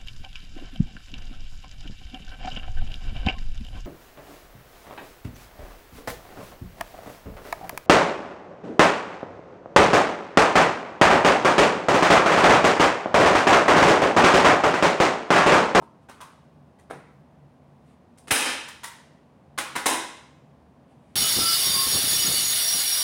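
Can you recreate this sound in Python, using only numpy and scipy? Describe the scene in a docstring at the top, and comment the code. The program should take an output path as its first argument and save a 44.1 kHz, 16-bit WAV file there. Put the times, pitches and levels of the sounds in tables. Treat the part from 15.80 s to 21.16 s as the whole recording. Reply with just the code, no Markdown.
"""A steel staple gun fires once into a wooden bed frame, after being picked off a tiled floor; then it is laid down.
Each clack is shaped noise: a weak, dull direct sound behind the worker's body, a brighter slap
off the walls, then a hard room's tail. Resonance tables give the steel, wood and tile their ring.
Cloth rustles faintly over a low room drone and hum, made from filtered noise.
The shot overloads the microphone with a low thump; the recorder's limiter ducks the loudest blows."""
import sys
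import numpy as np
from scipy import signal
from scipy.fft import rfft, irfft
from scipy.io import wavfile
from scipy.ndimage import uniform_filter1d

SR = 44100
rng = np.random.default_rng(int(sys.argv[2]) if len(sys.argv) > 2 else 0)


def to_wav(sig):
    """Store sig (one row per channel, or 1-D mono) as 16-bit WAV at the path in sys.argv[1].

    Samples outside -1..1 are clipped; the rate is SR.
    """
    pcm = np.clip(np.atleast_2d(sig), -1, 1) * 32767
    pcm = np.round(pcm).astype(np.int16)
    wavfile.write(sys.argv[1], SR, pcm.T)  # frames by channels


N = 236180
TIME = np.arange(N) / SR
RING = TIME[:SR]  # each blow is given one second to ring
FFT_SIZE = 2 ** 17
HZ = np.maximum(np.arange(FFT_SIZE // 2 + 1) * SR / FFT_SIZE, 1)

# the gun is seated on the frame, fired, dropped on the floor (t/s)
SEAT_S, SHOT_S, DROP_S = 1.0995, 2.5065, 4.0577


def from_db(db):
    """Turn decibels into a gain."""
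    return 10 ** (np.asarray(db) / 20)


def at_hz(points, hz):
    """Read a table between its points, on a log-frequency axis."""
    table_hz, value = np.transpose(points)
    return np.interp(np.log(hz), np.log(table_hz), value)


def lifts(peaks, hz):
    """Add up resonance humps in dB; a negative lift is a dip."""
    return sum(db / (1 + (2 * (hz - centre) / width) ** 2) for centre, width, db in peaks)


def dying(t60):
    """Exponential decay that loses 60 dB in t60 seconds."""
    return np.exp(-np.log(1000) * RING / t60)


def add(track, s, sound):
    """Mix a sound in at a given time."""
    part = track[max(round(s * SR), 0):][:len(sound)]
    part += sound[:len(part)]


def noise(spectrum, peaks=()):
    """Steady coloured noise with an rms of 1."""
    hz = np.maximum(np.arange(N // 2 + 1) * SR / N, 1)
    colour_db = at_hz(spectrum, hz) + lifts(peaks, hz)
    coloured = irfft(rfft(rng.standard_normal(N)) * from_db(colour_db), N)
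    return coloured / coloured.std()


def wander(rate_hz):
    """Slow random motion with a spread of 1: noise with its fast part removed."""
    hz = np.arange(N // 2 + 1) * SR / N
    slow = (hz > 0) * np.exp(-(hz / rate_hz) ** 2)
    motion = irfft(rfft(rng.standard_normal(N)) * slow, N)
    return motion / motion.std()


# colour of the room drone before it is set to its level: [f/Hz, level/dB per Hz]
DRONE_COLOUR = [(15, -84), (25, -56), (59, -10.5), (108, -10), (145, -1.5), (175, -6), (242, -6),
                (373, -13.5), (677, -12.5), (988, -18), (1070, -18.5), (1290, -25), (6560, -45.5),
                (9070, -50), (16000, -56.5)]
# resonances in the drone: [f/Hz, width/Hz, lift/dB]
DRONE_RESONANCES = [(78, 13, 8.5), (149.9, 20, -4), (246.8, 17, 4), (898.5, 290, 0), (9200, 890, 6.5)]


def drone(level_db=-55.5):
    """Steady room noise, mostly low, with a few resonances."""
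    return from_db(level_db) * noise(DRONE_COLOUR, DRONE_RESONANCES)


# narrow band of low sound shared by the hum and the boom: [f/Hz, level/dB]
HUM_COLOUR = [(90, -41.5), (140, 3), (195, -3), (250, -5), (330, -49)]
# resonances in that band: [f/Hz, width/Hz, lift/dB]
HUM_RESONANCES = [(142.9, 12, 13.5), (196.2, 15, 6.5)]


def hum(level_db=-62.5, spread_db=3.5, wander_hz=2.1):
    """Low-band noise that wanders in level and swells once."""
    swell_s, hold_s, swell_db = 1.31, .1, -52.5
    attack_s, release_s = .04, .025  # the rise ends at swell_s; the fall follows the hold
    rise = (TIME - swell_s) / attack_s
    fall = (swell_s + hold_s - TIME) / release_s
    swell = from_db(swell_db) * np.clip(1 + np.minimum(rise, fall), 0, 1)
    wandering = from_db(level_db + spread_db * wander(wander_hz))
    return np.maximum(wandering, swell) * noise(HUM_COLOUR, HUM_RESONANCES)


def boom(level_db=-50, rise_s=.07):
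    """The low band builds and dies after the knock on the frame."""
    age = np.maximum(TIME - SEAT_S, 0) / rise_s
    swell = age ** 2 * np.exp(1 - age ** 2)
    return from_db(level_db) * swell * noise(HUM_COLOUR, HUM_RESONANCES)


# cloth being smoothed: [t/s, half length/s, level/dB]
RUBS = [(0.235, 0.017, -76), (2.103, 0.04, -70.5), (5.115, 0.026, -75), (5.337, 0.12, -74)]
# colour of rubbing fabric: [f/Hz, level/dB]
CLOTH_COLOUR = [(300, -6), (2500, 6.5), (6000, -7), (9300, -0.5), (12000, -15), (16000, -34)]


def cloth():
    """Rubbing fabric: coloured noise that swells and fades in soft bell shapes."""
    swells = sum(from_db(db) * np.exp(-((TIME - s) / half) ** 2 / 2) for s, half, db in RUBS)
    return noise(CLOTH_COLOUR) * swells


# how long the room rings in each band: [f/Hz, time to fall 60 dB/s]
ROOM_DECAY = [(100, 0.37), (300, 0.56), (1000, 0.66), (2700, 0.7), (5000, 0.67), (9000, 0.48),
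              (15000, 0.34)]


def room_tail():
    """Diffuse reflections: noise in which each band dies at its own rate."""
    white = rfft(rng.standard_normal(SR))
    hz = np.maximum(np.arange(SR // 2 + 1), 1)
    centres = np.log(np.array(ROOM_DECAY)[:, 0])
    tail = np.zeros(SR)
    for one_band, (_, t60) in zip(np.eye(len(centres)), ROOM_DECAY):
        share = np.interp(np.log(hz), centres, one_band)
        tail += irfft(white * share, SR) * dying(t60)
    return tail


# standing waves of the room: [f/Hz, level/dB, time to fall 60 dB/s]
STANDING_WAVES = [(140, -37, .8), (271, -27.5, 0.576), (326.6, -27, .65)]


def room_path(slap_db, direct_db):
    """Way to the microphone: dull screened arrival, slap off the corner walls, early reflections, tail."""
    screen_hz, direct_t60 = 3500, 0.039
    slap_s, slap_width_s, mirror_db = .0108, 0.0023, 16
    early_db, early_t60, tail_db, build_s = 2.0, 0.22, -1.0, 0.0045
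    direct, slap, early = rng.standard_normal((3, SR))
    screen = signal.butter(1, screen_hz, fs=SR, output="sos")
    direct = signal.sosfilt(screen, direct * dying(direct_t60))
    slap = slap * np.exp(-((RING - slap_s) / slap_width_s) ** 2 / 2)
    slap[round(slap_s * SR)] += from_db(mirror_db)  # the flat wall returns one clean copy
    clumps = np.sqrt(rng.exponential(1, SR // 32 + 1)).repeat(32)[:SR]  # uneven early reflections
    early = early * clumps * dying(early_t60)
    diffuse = from_db(early_db) * early + from_db(tail_db) * room_tail()
    diffuse = diffuse * (1 - np.exp(-RING / build_s))
    standing = sum(from_db(db) * np.sin(2 * np.pi * hz * RING) * dying(t60)
                   for hz, db, t60 in STANDING_WAVES)
    return from_db(direct_db) * direct + from_db(slap_db) * slap + diffuse + standing


def through_body(x, colour_db):
    """Minimum-phase filter: resonances ring after the blow, never before it."""
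    cepstrum = irfft(np.log(from_db(colour_db)))
    cepstrum[1:FFT_SIZE // 2] *= 2  # fold the half before time zero onto the half after it
    cepstrum[FFT_SIZE // 2 + 1:] = 0
    return irfft(rfft(x, FFT_SIZE) * np.exp(rfft(cepstrum)))[:len(x)]


# resonances of the gun's steel casing: [f/Hz, width/Hz, lift/dB]
CASING_RING = [(830, 32, 2.5), (1049, 89, 0.5), (1713, 100, 0), (2060, 60, 3.5), (2550, 68, 2.5),
               (3700, 100, 3), (5050, 91, 2), (7670, 90, -5), (8200, 100, 1.5), (8860, 230, 2),
               (9200, 150, 3), (10280, 270, 1.5)]


def blow(colour_db, slap_db, loose_db, direct_db, chatter_s=.024, count=6):
    """One contact and the chatter of loose parts after it ring the casing and the room."""
    delay = (np.arange(count) + rng.uniform(.2, 1, count)) / count
    size = rng.choice([-1, 1], count) * np.exp(-delay)
    force = np.zeros(SR)
    force[(delay * chatter_s * SR).astype(int)] = from_db(loose_db) * size / np.linalg.norm(size)
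    force[0] = 1
    in_room = signal.fftconvolve(force, room_path(slap_db, direct_db))[:SR]
    return through_body(in_room, colour_db + lifts(CASING_RING, HZ))


# colour of a light steel contact: [f/Hz, level/dB]
LIGHT_COLOUR = [(60, -21.5), (130, -10), (280, -3), (500, -4.5), (700, -3.5), (950, -3.5), (1400, 1),
                (2000, -2), (3000, -7), (4600, -12.5), (7000, -13.5), (9300, -11.5), (12000, -20.5),
                (16000, -25)]
# resonances of the lever: [f/Hz, width/Hz, lift/dB]
LEVER_RING = [(891, 120, 8.5), (1020, 220, 7), (1349, 250, -3), (1920, 150, 4.5), (2495, 370, -4.5)]
# resonances of the gun's nose: [f/Hz, width/Hz, lift/dB]
NOSE_RING = [(1050, 460, 7.5), (1322, 100, 4.5), (1960, 380, -5.5)]


def contact_colour(bass_db, treble_db, lever, nose=0):
    """Colour of a light contact in dB: bass and treble shelves, plus shares of lever and nose ring."""
    bass_hz, treble_hz = 650, 3200  # where the shelves begin
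    low = 1 / (1 + (HZ / bass_hz) ** 4)
    high = 1 / (1 + (treble_hz / HZ) ** 2)
    ring_db = lever * lifts(LEVER_RING, HZ) + nose * lifts(NOSE_RING, HZ)
    return at_hz(LIGHT_COLOUR, HZ) + bass_db * low + treble_db * high + ring_db


# the gun touches the tiles, three times as it is picked up and twice as it is laid down:
# [t/s, level/dB, brightness/dB, share of lever ring, share of nose ring]
TOUCHES = [ (0.014, -50, -7, .9, 1.26), (0.287, -40, -1.5, .35, 0.87), (0.405, -39, 1.5, .6, 1.15),
           (3.777, -19.5, 1.5, .05, 0.39), (3.954, -20.5, 0, .55, .05)]


def tile_touches(slap_db=6.0, loose_db=-6.5, direct_db=4.5):
    """Steel meets tile: a brighter touch has less bass; lever and nose ring by where the gun is hit."""
    bass_per_brightness = -2.2  # dB per dB
    out = np.zeros(N)
    for s, db, bright_db, lever, nose in TOUCHES:
        colour_db = contact_colour(bass_per_brightness * bright_db, bright_db, lever, nose)
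        add(out, s, blow(db + colour_db, slap_db, loose_db, direct_db))
    return out


# the lever clicks as it is gripped, squeezed and let go:
# [t/s, level/dB, treble/dB, pressure on the frame 0-1]
CLICKS = [ (0.987, -58.5, 6.5, .35), (2.375, -64, 23, 0.7), (2.473, -42, 10.5, .9), (2.878, -39.5, 7, 0.1),
          (3.034, -32, 8, 0)]
# at full pressure the spring sings and the top is muffled: [f/Hz, width/Hz, lift/dB]
PRESSED_RING = [(9300, 1500, 4), (14530, 5500, -9.5)]


def lever_clicks(slap_db=5.5, loose_db=-8.5, direct_db=6.0):
    """Steel on steel: pressing down damps the lever's ring and brings out the bass of the wooden frame."""
    free_bass_db, pressed_bass_db = -12.5, 15  # gun held free, and pressed hard on the wood
    free_ring = 1.2  # share of lever ring with a loose hand
    out = np.zeros(N)
    for s, db, treble_db, pressure in CLICKS:
        bass_db = free_bass_db + pressure * (pressed_bass_db - free_bass_db)
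        lever = free_ring * np.clip(1 - pressure, 0, 1)
        colour_db = contact_colour(bass_db, treble_db, lever) + pressure * lifts(PRESSED_RING, HZ)
        add(out, s, blow(db + colour_db, slap_db, loose_db, direct_db))
    return out


# colour of the knock on wood: [f/Hz, level/dB]
WOOD_KNOCK = [(60, -9), (140, -11), (270, 2), (540, 1.5), (1000, -4), (1450, -5), (2100, -9), (2900, -21.5),
              (3900, -22.5), (4500, -26.5), (7600, -29.5), (9200, -22), (12000, -37), (16000, -40)]


def seat(level_db=-26.5, slap_db=5.0, loose_db=-8.0, direct_db=1.0):
    """The nose is set on the fabric-covered frame: a dull wooden knock with a thin jingle of steel."""
    out = np.zeros(N)
    add(out, SEAT_S, blow(at_hz(WOOD_KNOCK, HZ) + level_db, slap_db, loose_db, direct_db))
    return out


# colour of the gun landing on the floor: [f/Hz, level/dB]
LANDING_COLOUR = [(60, -21.5), (170, -13.5), (300, -1.5), (450, -5), (800, -2), (1050, -1), (1250, -5.5),
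                  (1800, -4), (3600, -10), (4600, -12.5), (7000, -10.5), (9200, -5.5), (12000, -17.5),
                  (16000, -22.5)]
# resonances of the gun lying on tile: [f/Hz, width/Hz, lift/dB]
LANDING_RING = [(251.7, 23, 7.5), (328, 29, 2.5), (1004, 230, 6), (1200, 100, -7.5), (2150, 57, 3),
                (2340, 130, -6), (3930, 360, 4.5), (4450, 300, -9), (9350, 380, 1)]


def drop(level_db=-7.0, slap_db=4.0, loose_db=-21.5, direct_db=0.5):
    """The gun tips over and lands flat on the tiles: one hard blow that rings steel and floor."""
    out = np.zeros(N)
    colour_db = at_hz(LANDING_COLOUR, HZ) + level_db + lifts(LANDING_RING, HZ)
    add(out, DROP_S, blow(colour_db, slap_db, loose_db, direct_db))
    return out


def overload_thump(after_s=.015, width_s=0.0015, level_db=-12.0):
    """The shot overloads the microphone: one short, dry low thump just after it."""
    u = (TIME - SHOT_S - after_s) / width_s / 2
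    return from_db(level_db) * (1 - 2 * u ** 2) * np.exp(-u ** 2)


# colour of the shot: [f/Hz, level/dB]
FIRING_COLOUR = [(60, -21.5), (150, -11.5), (280, 2.5), (420, -2.5), (680, -8), (850, 0), (1500, -0.5),
                 (2700, 0), (4400, -6), (7000, -8), (9400, -1), (12000, -12), (16000, -16)]
# resonances of the wooden frame and the gun's spring: [f/Hz, width/Hz, lift/dB]
FIRING_RING = [(257, 17, 6.5), (384, 31, -17), (514.3, 160, 7), (1025, 62, -7), (1747, 55, 6),
               (1840, 30, -3), (2180, 66, -7.5), (2200, 33, 5.5), (2710, 60, 2), (2935, 50, 1.5),
               (3150, 92, 4), (3370, 130, -4.5), (4514, 190, -7), (5095, 140, 3.5)]


def shot(level_db=-1.5, latch_db=-17.5, flight_s=.0022, slap_db=-2.0, loose_db=-14.0, direct_db=-4.5):
    """The latch lets go; a moment later the spring-thrown driver sinks the staple into the wooden frame."""
    out = np.zeros(N)
    colour_db = at_hz(FIRING_COLOUR, HZ) + lifts(FIRING_RING, HZ)
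    add(out, SHOT_S, blow(colour_db + latch_db, slap_db, loose_db, direct_db + 3))
    add(out, SHOT_S + flight_s, blow(colour_db + level_db, slap_db, loose_db, direct_db))
    return out


def scene():
    """Mix all sources into one channel."""
    background = drone() + hum() + boom() + cloth()
    gun = tile_touches() + lever_clicks() + seat() + drop() + overload_thump() + shot()
    return (background + gun)[None]


def limiter(x, ceiling_db=-16.5, release_db_per_s=75):
    """The gain falls at once when the short-term level passes the ceiling, then creeps back."""
    power = uniform_filter1d(x ** 2, size=128)
    level_db = 10 * np.log10(np.maximum(power, 1e-12))
    excess_db = np.maximum(level_db - ceiling_db, 0)
    recovery = release_db_per_s * TIME
    # a running maximum on a rising ramp holds each cut while it shrinks steadily
    cut_db = np.maximum.accumulate(excess_db + recovery, axis=-1) - recovery
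    return x * from_db(-uniform_filter1d(cut_db, size=48))


def record(dry, low_hz=38, cutoff_hz=16200):
    """The microphone loses the deepest bass; then the limiter and a steep top cut."""
    bass_cut = signal.butter(2, low_hz, "high", fs=SR, output="sos")
    top_cut = signal.ellip(10, .1, 80, cutoff_hz, fs=SR, output="sos")
    heard = signal.sosfilt(bass_cut, dry)
    return signal.sosfilt(top_cut, limiter(heard))


dry = scene()
out = record(dry)
to_wav(out)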